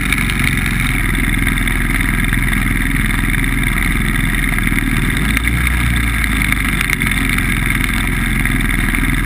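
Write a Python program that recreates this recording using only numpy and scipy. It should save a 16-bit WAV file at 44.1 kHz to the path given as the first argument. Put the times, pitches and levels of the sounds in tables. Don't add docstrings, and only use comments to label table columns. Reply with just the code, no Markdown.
import sys
import numpy as np
from scipy import signal
from scipy.fft import rfft, irfft, next_fast_len
from scipy.io import wavfile
from scipy.ndimage import uniform_filter1d, map_coordinates

SR = 44100
rng = np.random.default_rng(int(sys.argv[2]) if len(sys.argv) > 2 else 0)


def generate_wav(signal):
    frames = np.transpose(np.atleast_2d(signal))
    scaled = np.clip(frames, -1, 1) * 32767
    pcm = np.round(scaled).astype(np.int16)
    wavfile.write(sys.argv[1], SR, pcm)


N = 407925

# time in seconds, firings per second (two firings make one crank turn).
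ENGINE_SPEED = [(0.0, 47.4), (0.9, 43.31), (1.03, 42.1), (2.62, 41.87), (3.56, 41.59), (4.3, 42.64),
                (4.99, 37.32), (5.05, 38.93), (5.25, 52.7), (5.54, 60.87), (5.77, 60.49), (6.64, 48.28),
                (7.04, 45.3), (7.6, 43.34), (8.26, 43.6), (8.93, 40.33), (9.25, 42.28)]
# frequency in Hz, gain in dB.
HULL_RESPONSE = [(20, -7), (42, -15), (63, -2), (84, -1.5), (105, 0.5), (135, 4.5), (165, -5), (210, 0.5),
                 (238, -1), (268, 3), (310, -9), (335, -16), (365, -10.5), (420, -27), (480, -20.5),
                 (600, -34)]
# frequency in Hz, gain in dB.
TAP_TONE = [(700, 4.5), (1300, -1.5), (1850, 2.5), (2180, 4.5), (2800, -2.5), (3550, -8.5), (5200, -8)]
KNOCK_TONE = [(700, -6), (1300, -2), (1700, -2), (2200, 4), (2800, 2), (3550, -2), (4300, -0.5), (5400, -4)]
# place in the turn from 0 to 1, base level in dB, change
# when rocking in dB, scrape time in seconds, level scatter in dB, timing scatter in seconds.
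CONTACTS = [(.165, -19, -8, 0.0016, 1.7, .0012), (.435, -20, 3.5, 0.00097, 1.3, 0.00066),
            (.69, -22, 7, 0.0018, 2.5, .0007)]

ROCK_HZ, ROCK_WIDTH_HZ = 41.6, 1.6
OVERSPEED_HZ, LIGHTEN_DB = 46, -9
BRIGHT_UNTIL_S = .915


def amp(db):
    return 10 ** (np.asarray(db) / 20)


def unit(x):
    return x / np.sqrt(np.mean(x ** 2) + 1e-20)


def along(points, hz):
    freqs, values = np.transpose(points)
    return np.interp(np.log(hz + 1), np.log(freqs + 1), values)


def wobble(rate):
    points = rng.standard_normal(int(N * rate / SR) + 4)
    return unit(map_coordinates(points, [np.arange(N) * rate / SR], order=2))


def filtered(x, response):
    size = next_fast_len(N + SR // 2)
    return irfft(rfft(x, size) * response(np.fft.rfftfreq(size, 1 / SR)), size)[:N]


def place(times, sounds):
    index = np.round(np.clip(times, 0, None) * SR).astype(int)[:, None] + np.arange(sounds.shape[1])
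    return np.bincount(index.ravel(), sounds.ravel(), N)[:N]


def firing_rate(times):
    return np.interp(times, *np.transpose(ENGINE_SPEED))


def rocking(times):
    return np.exp(-((firing_rate(times) - ROCK_HZ) / ROCK_WIDTH_HZ) ** 2)


def ahead(times):
    return (1 - rocking(times)) * (firing_rate(times) > ROCK_HZ)


def overspeed(times):
    return np.maximum(firing_rate(times) / OVERSPEED_HZ - 1, 0)


def throttle_db(firing_hz):
    rise_hz_per_s = np.maximum(np.gradient(firing_hz) * SR, 0)
    return 0.04 * uniform_filter1d(rise_hz_per_s, size=4000)


def pitch_lift(times):
    return np.where(times < BRIGHT_UNTIL_S, 1.031, 1)


def each_turn(t, turns, angle, lag_turns_per_hz=.017):
    trailing = turns - lag_turns_per_hz * (firing_rate(t) - ROCK_HZ)
    return np.interp(np.arange(int(turns[-1])) + angle, trailing, t)


def fan(firing_hz):
    # frequency in Hz, gain in dB.
    air_tone = [(15, -31), (30, -12), (70, -1), (105, -5), (140, -2), (175, -0.5), (270, -2.5),
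                (320, -10.5), (370, -13.5), (440, -24), (540, -30), (800, -25.5), (2000, -43.5)]
    rush_db = -25.5 + throttle_db(firing_hz) + 3 * np.log2(firing_hz / ROCK_HZ)
    rush = unit(filtered(rng.standard_normal(N), lambda hz: amp(along(air_tone, hz))))
    return amp(rush_db) * rush


def whine(turns, firing_hz, cycles_per_firing=8):
    whine_db = along(HULL_RESPONSE, cycles_per_firing * firing_hz) - 30.5
    whine_phase = 2 * np.pi * cycles_per_firing * 2 * turns
    return amp(whine_db) * unit(amp(2.9 * wobble(5)) * np.sin(whine_phase + 0.5 * wobble(14)))


def housing(hz, tone):
    # frequency in Hz, width in Hz, gain in dB.
    resonances = [(715.4, 44.3, -14), (805, 14.5, -15), (972, 27, -11), (1272, 143, -6), (1365, 30, -9),
                  (1637, 85, -0.5), (1916, 126, 0), (2137, 123, 3.5), (2268, 143, -1.5), (2782, 83, -12.5),
                  (3068, 116, -13), (3600, 136, -5), (3947, 305, -14.5), (5020, 710, -30)]
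    power = sum(amp(db) ** 2 / (1 + ((hz - centre) / width) ** 2) ** 2
                for centre, width, db in resonances)
    return np.sqrt(power) * amp(along(tone, hz))


def strikes(times, db, tone, scrape_s, size=2048):
    age, hz = np.arange(size) / SR, np.fft.rfftfreq(size, 1 / SR)
    pitches, which = np.unique(pitch_lift(times), return_inverse=True)
    cepstrum = irfft(np.log(housing(hz / pitches[:, None], tone) + 1e-6))
    ring = np.exp(rfft(2 * cepstrum[:, :size // 2], size))
    force = rng.standard_normal((len(times), size)) * age * np.exp(-age / scrape_s)
    hits = irfft(rfft(force) * ring[which])
    hits *= (amp(db) / np.sqrt(np.sum(hits ** 2, axis=1) / (.005 * SR)))[:, None]
    return place(times, hits)


def pings(t, turns, angle, centre_hz=3553, spread=.012, ring_s=0.0038, size=900):
    times = each_turn(t, turns, angle)
    late, strength, detune = rng.standard_normal((len(times), 3)).T
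    over = overspeed(times)
    times = np.clip(times + late * (0.0015 + 0.036 * over), 0, None)
    hz = centre_hz * pitch_lift(times) * (1 + spread * detune + 0.04 * over)
    age = np.arange(size) / SR
    roughness = 0.055 * np.cumsum(rng.standard_normal((len(times), size)), axis=1)
    envelope = amp(4.8 * strength)[:, None] * age * np.exp(-(age / ring_s) ** 2)
    return unit(place(times, envelope * np.sin(2 * np.pi * hz[:, None] * age + roughness)))


def singing(t, turns):
    after_buzz = pings(t, turns, angle=CONTACTS[2][0])
    after_tick = pings(t, turns, angle=CONTACTS[0][0])
    return amp(-38.5) * after_buzz + amp(-40.5) * (1 - rocking(t)) * after_tick


def jolts(t, turns, chance=.5):
    times = each_turn(t, turns, angle=CONTACTS[0][0])
    lands = rng.uniform(size=len(times)) < chance * ahead(times)
    db = -16 + LIGHTEN_DB * overspeed(times) + 0.4 * rng.standard_normal(len(times))
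    return strikes(times, np.where(lands, db, -np.inf), KNOCK_TONE, scrape_s=0.00034)


def knocks(crack_db, thud_db):
    # start in seconds, relative level in dB.
    hard_knocks = [(0.1245, 3), (0.2102, -2.5), (0.2972, -2.5), (0.3941, -6), (0.4388, -6), (0.473, 2),
                   (0.6604, -4.5), (1.4691, -7), (1.944, -2.5), (2.0882, -1.5), (2.3286, -1.5),
                   (3.668, -5.5), (4.5846, -3), (4.6723, 0.5), (4.785, 2), (5.3065, -3), (5.37, 3.5),
                   (5.4745, 0.5), (5.67, 1), (6.2412, 1), (6.4178, -3), (6.4443, -0.5), (6.5236, 1.5),
                   (6.6859, -2), (6.8094, 2), (6.8443, 1), (6.897, 0), (6.9307, 5), (7.0182, 0),
                   (7.0693, -1), (7.114, -2.5), (7.1766, -3), (7.2933, -3.5), (7.3292, -2), (7.3825, -3.5),
                   (7.7027, -2), (7.8408, 0), (8.454, 0), (8.9472, 1.5)]
    times, db = np.transpose(hard_knocks)
    fast = firing_rate(times) > 43
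    cracks = strikes(times[fast], db[fast] + crack_db, KNOCK_TONE, scrape_s=0.00064)
    thuds = strikes(times[~fast], db[~fast] + thud_db, TAP_TONE, scrape_s=0.00039)
    return cracks + thuds


def shaken(t, turns, tone, angle, level_db, rocking_db, scrape_s, scatter_db, jitter_s):
    times = each_turn(t, turns, angle)
    late, strength = rng.standard_normal((len(times), 2)).T
    over = overspeed(times)
    db = level_db + rocking_db * rocking(times) + LIGHTEN_DB * over + scatter_db * strength
    return strikes(times + late * (jitter_s + .025 * over), db, tone, scrape_s)


def rattle(t, turns, chatter_db=-25, settle_db=-2.5, fizz_db=-28.5):
    # frequency in Hz, gain in dB.
    tick_tone = [(700, -5), (1300, 5), (2100, 6.5), (2800, 9), (3550, 0.5), (5200, 9.5)]
    buzz_tone = [(700, -3.5), (1300, -13), (1900, 3), (2200, -3), (2800, -9.5), (3550, -2.5), (4400, -15),
                 (5200, -21.5)]
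    chatter_tone = [(700, 5), (1300, 5), (1650, 4), (2100, -0.5), (2800, 1), (3550, -5.5), (4300, -8),
                    (5200, 3)]
    tones = (tick_tone, TAP_TONE, buzz_tone)
    beat = sum(shaken(t, turns, tone, *row) for tone, row in zip(tones, CONTACTS))
    touches = np.sort(rng.uniform(0, t[-1], size=1200))
    db = chatter_db + settle_db * rocking(touches) + 1.3 * rng.standard_normal(len(touches))
    chatter = strikes(touches, db, chatter_tone, scrape_s=0.00043)
    grit = rng.standard_normal(N)
    bright, plain = [filtered(grit, lambda hz: housing(hz / pitch, chatter_tone))
                     for pitch in pitch_lift(t[[0, -1]])]
    fizz = unit(np.where(t < BRIGHT_UNTIL_S, bright, plain))
    return beat + chatter + amp(fizz_db) * fizz


def exhaust(t, turns, firing_hz, roughness, even_out_db, thin_db, race_db):
    overtones, over, fast = np.zeros(N), overspeed(t), ahead(t)
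    unequal_db = -9 * over + even_out_db * (1 - rocking(t))
    flutter = roughness * (1 + 3 * over)
    for k in range(1, 21):
        hull_db = along(HULL_RESPONSE, k * firing_hz / 2)
        load_db = over * (race_db - 10 * np.log2(max(k, 5) / 7))
        upper_db = thin_db * (k > 11) * fast
        gain = amp(hull_db + unequal_db * (k % 2 - .5) + load_db + upper_db)
        cycles = k * (turns - .475) + .25 + .09 * rng.standard_normal()
        if k != 2:
            swell = 1 + flutter * wobble(9)
            overtones += gain * swell * np.cos(2 * np.pi * cycles + flutter * wobble(9))
    return unit(overtones)


def engine(t, turns, firing_hz):
    # firings per second, level in dB.
    boom_levels = [(37, -19.5), (42, -18.5), (45.5, -22), (50, -19.5), (60, -17)]
    boom = amp(along(boom_levels, firing_hz)) * unit(np.sin(2 * np.pi * 2 * turns))
    overtones = exhaust(t, turns, firing_hz, roughness=.27, even_out_db=-5.0, thin_db=-3.5, race_db=-10)
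    return boom + amp(-21 + throttle_db(firing_hz)) * overtones


def scene():
    t = np.arange(N) / SR
    firing_hz = firing_rate(t)
    turns = np.cumsum(firing_hz) / SR / 2
    mount = rattle(t, turns) + singing(t, turns) + jolts(t, turns) + knocks(crack_db=-9.5, thud_db=-10.5)
    return (engine(t, turns, firing_hz) + fan(firing_hz) + whine(turns, firing_hz) + mount)[None]


def limiter(x, threshold_db, release_db_per_s, attack_s):
    fall = release_db_per_s * np.arange(N) / SR
    over_db = np.maximum(20 * np.log10(np.abs(x) + 1e-9) - threshold_db, 0)
    held_db = np.maximum.accumulate(over_db + fall) - fall
    keep = np.exp(-1 / (attack_s * SR))
    return x * amp(-signal.lfilter([1 - keep], [1, -keep], held_db))


def sample_and_hold(x, hold_hz, jitter, wander):
    t = np.arange(N) / SR
    unsteady = (t < BRIGHT_UNTIL_S) * (jitter * rng.standard_normal(N) + wander * wobble(1500))
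    clock = np.cumsum(hold_hz * pitch_lift(t)) / SR + unsteady
    band = filtered(x, lambda hz: 1 / np.sqrt(1 + (hz / 5650) ** 50))
    slope = np.diff(band, prepend=0)
    ticks = slope * 2 * np.cos(2 * np.pi * clock)
    sizzle = filtered(ticks, lambda hz: 1 / (2j * np.pi * np.maximum(hz, hold_hz / 2) / SR))
    return band + sizzle


def record(dry):
    limited = limiter(dry[0], threshold_db=-3, release_db_per_s=114, attack_s=0.014)
    held = sample_and_hold(limited, hold_hz=12000, jitter=0.032, wander=0.12)
    clipped = np.clip(held, -1, 1)
    return filtered(clipped, lambda hz: 1 / np.sqrt(1 + (hz / 15250) ** 200) * (hz < 16100))[None]


dry = scene()
out = record(dry)
generate_wav(out)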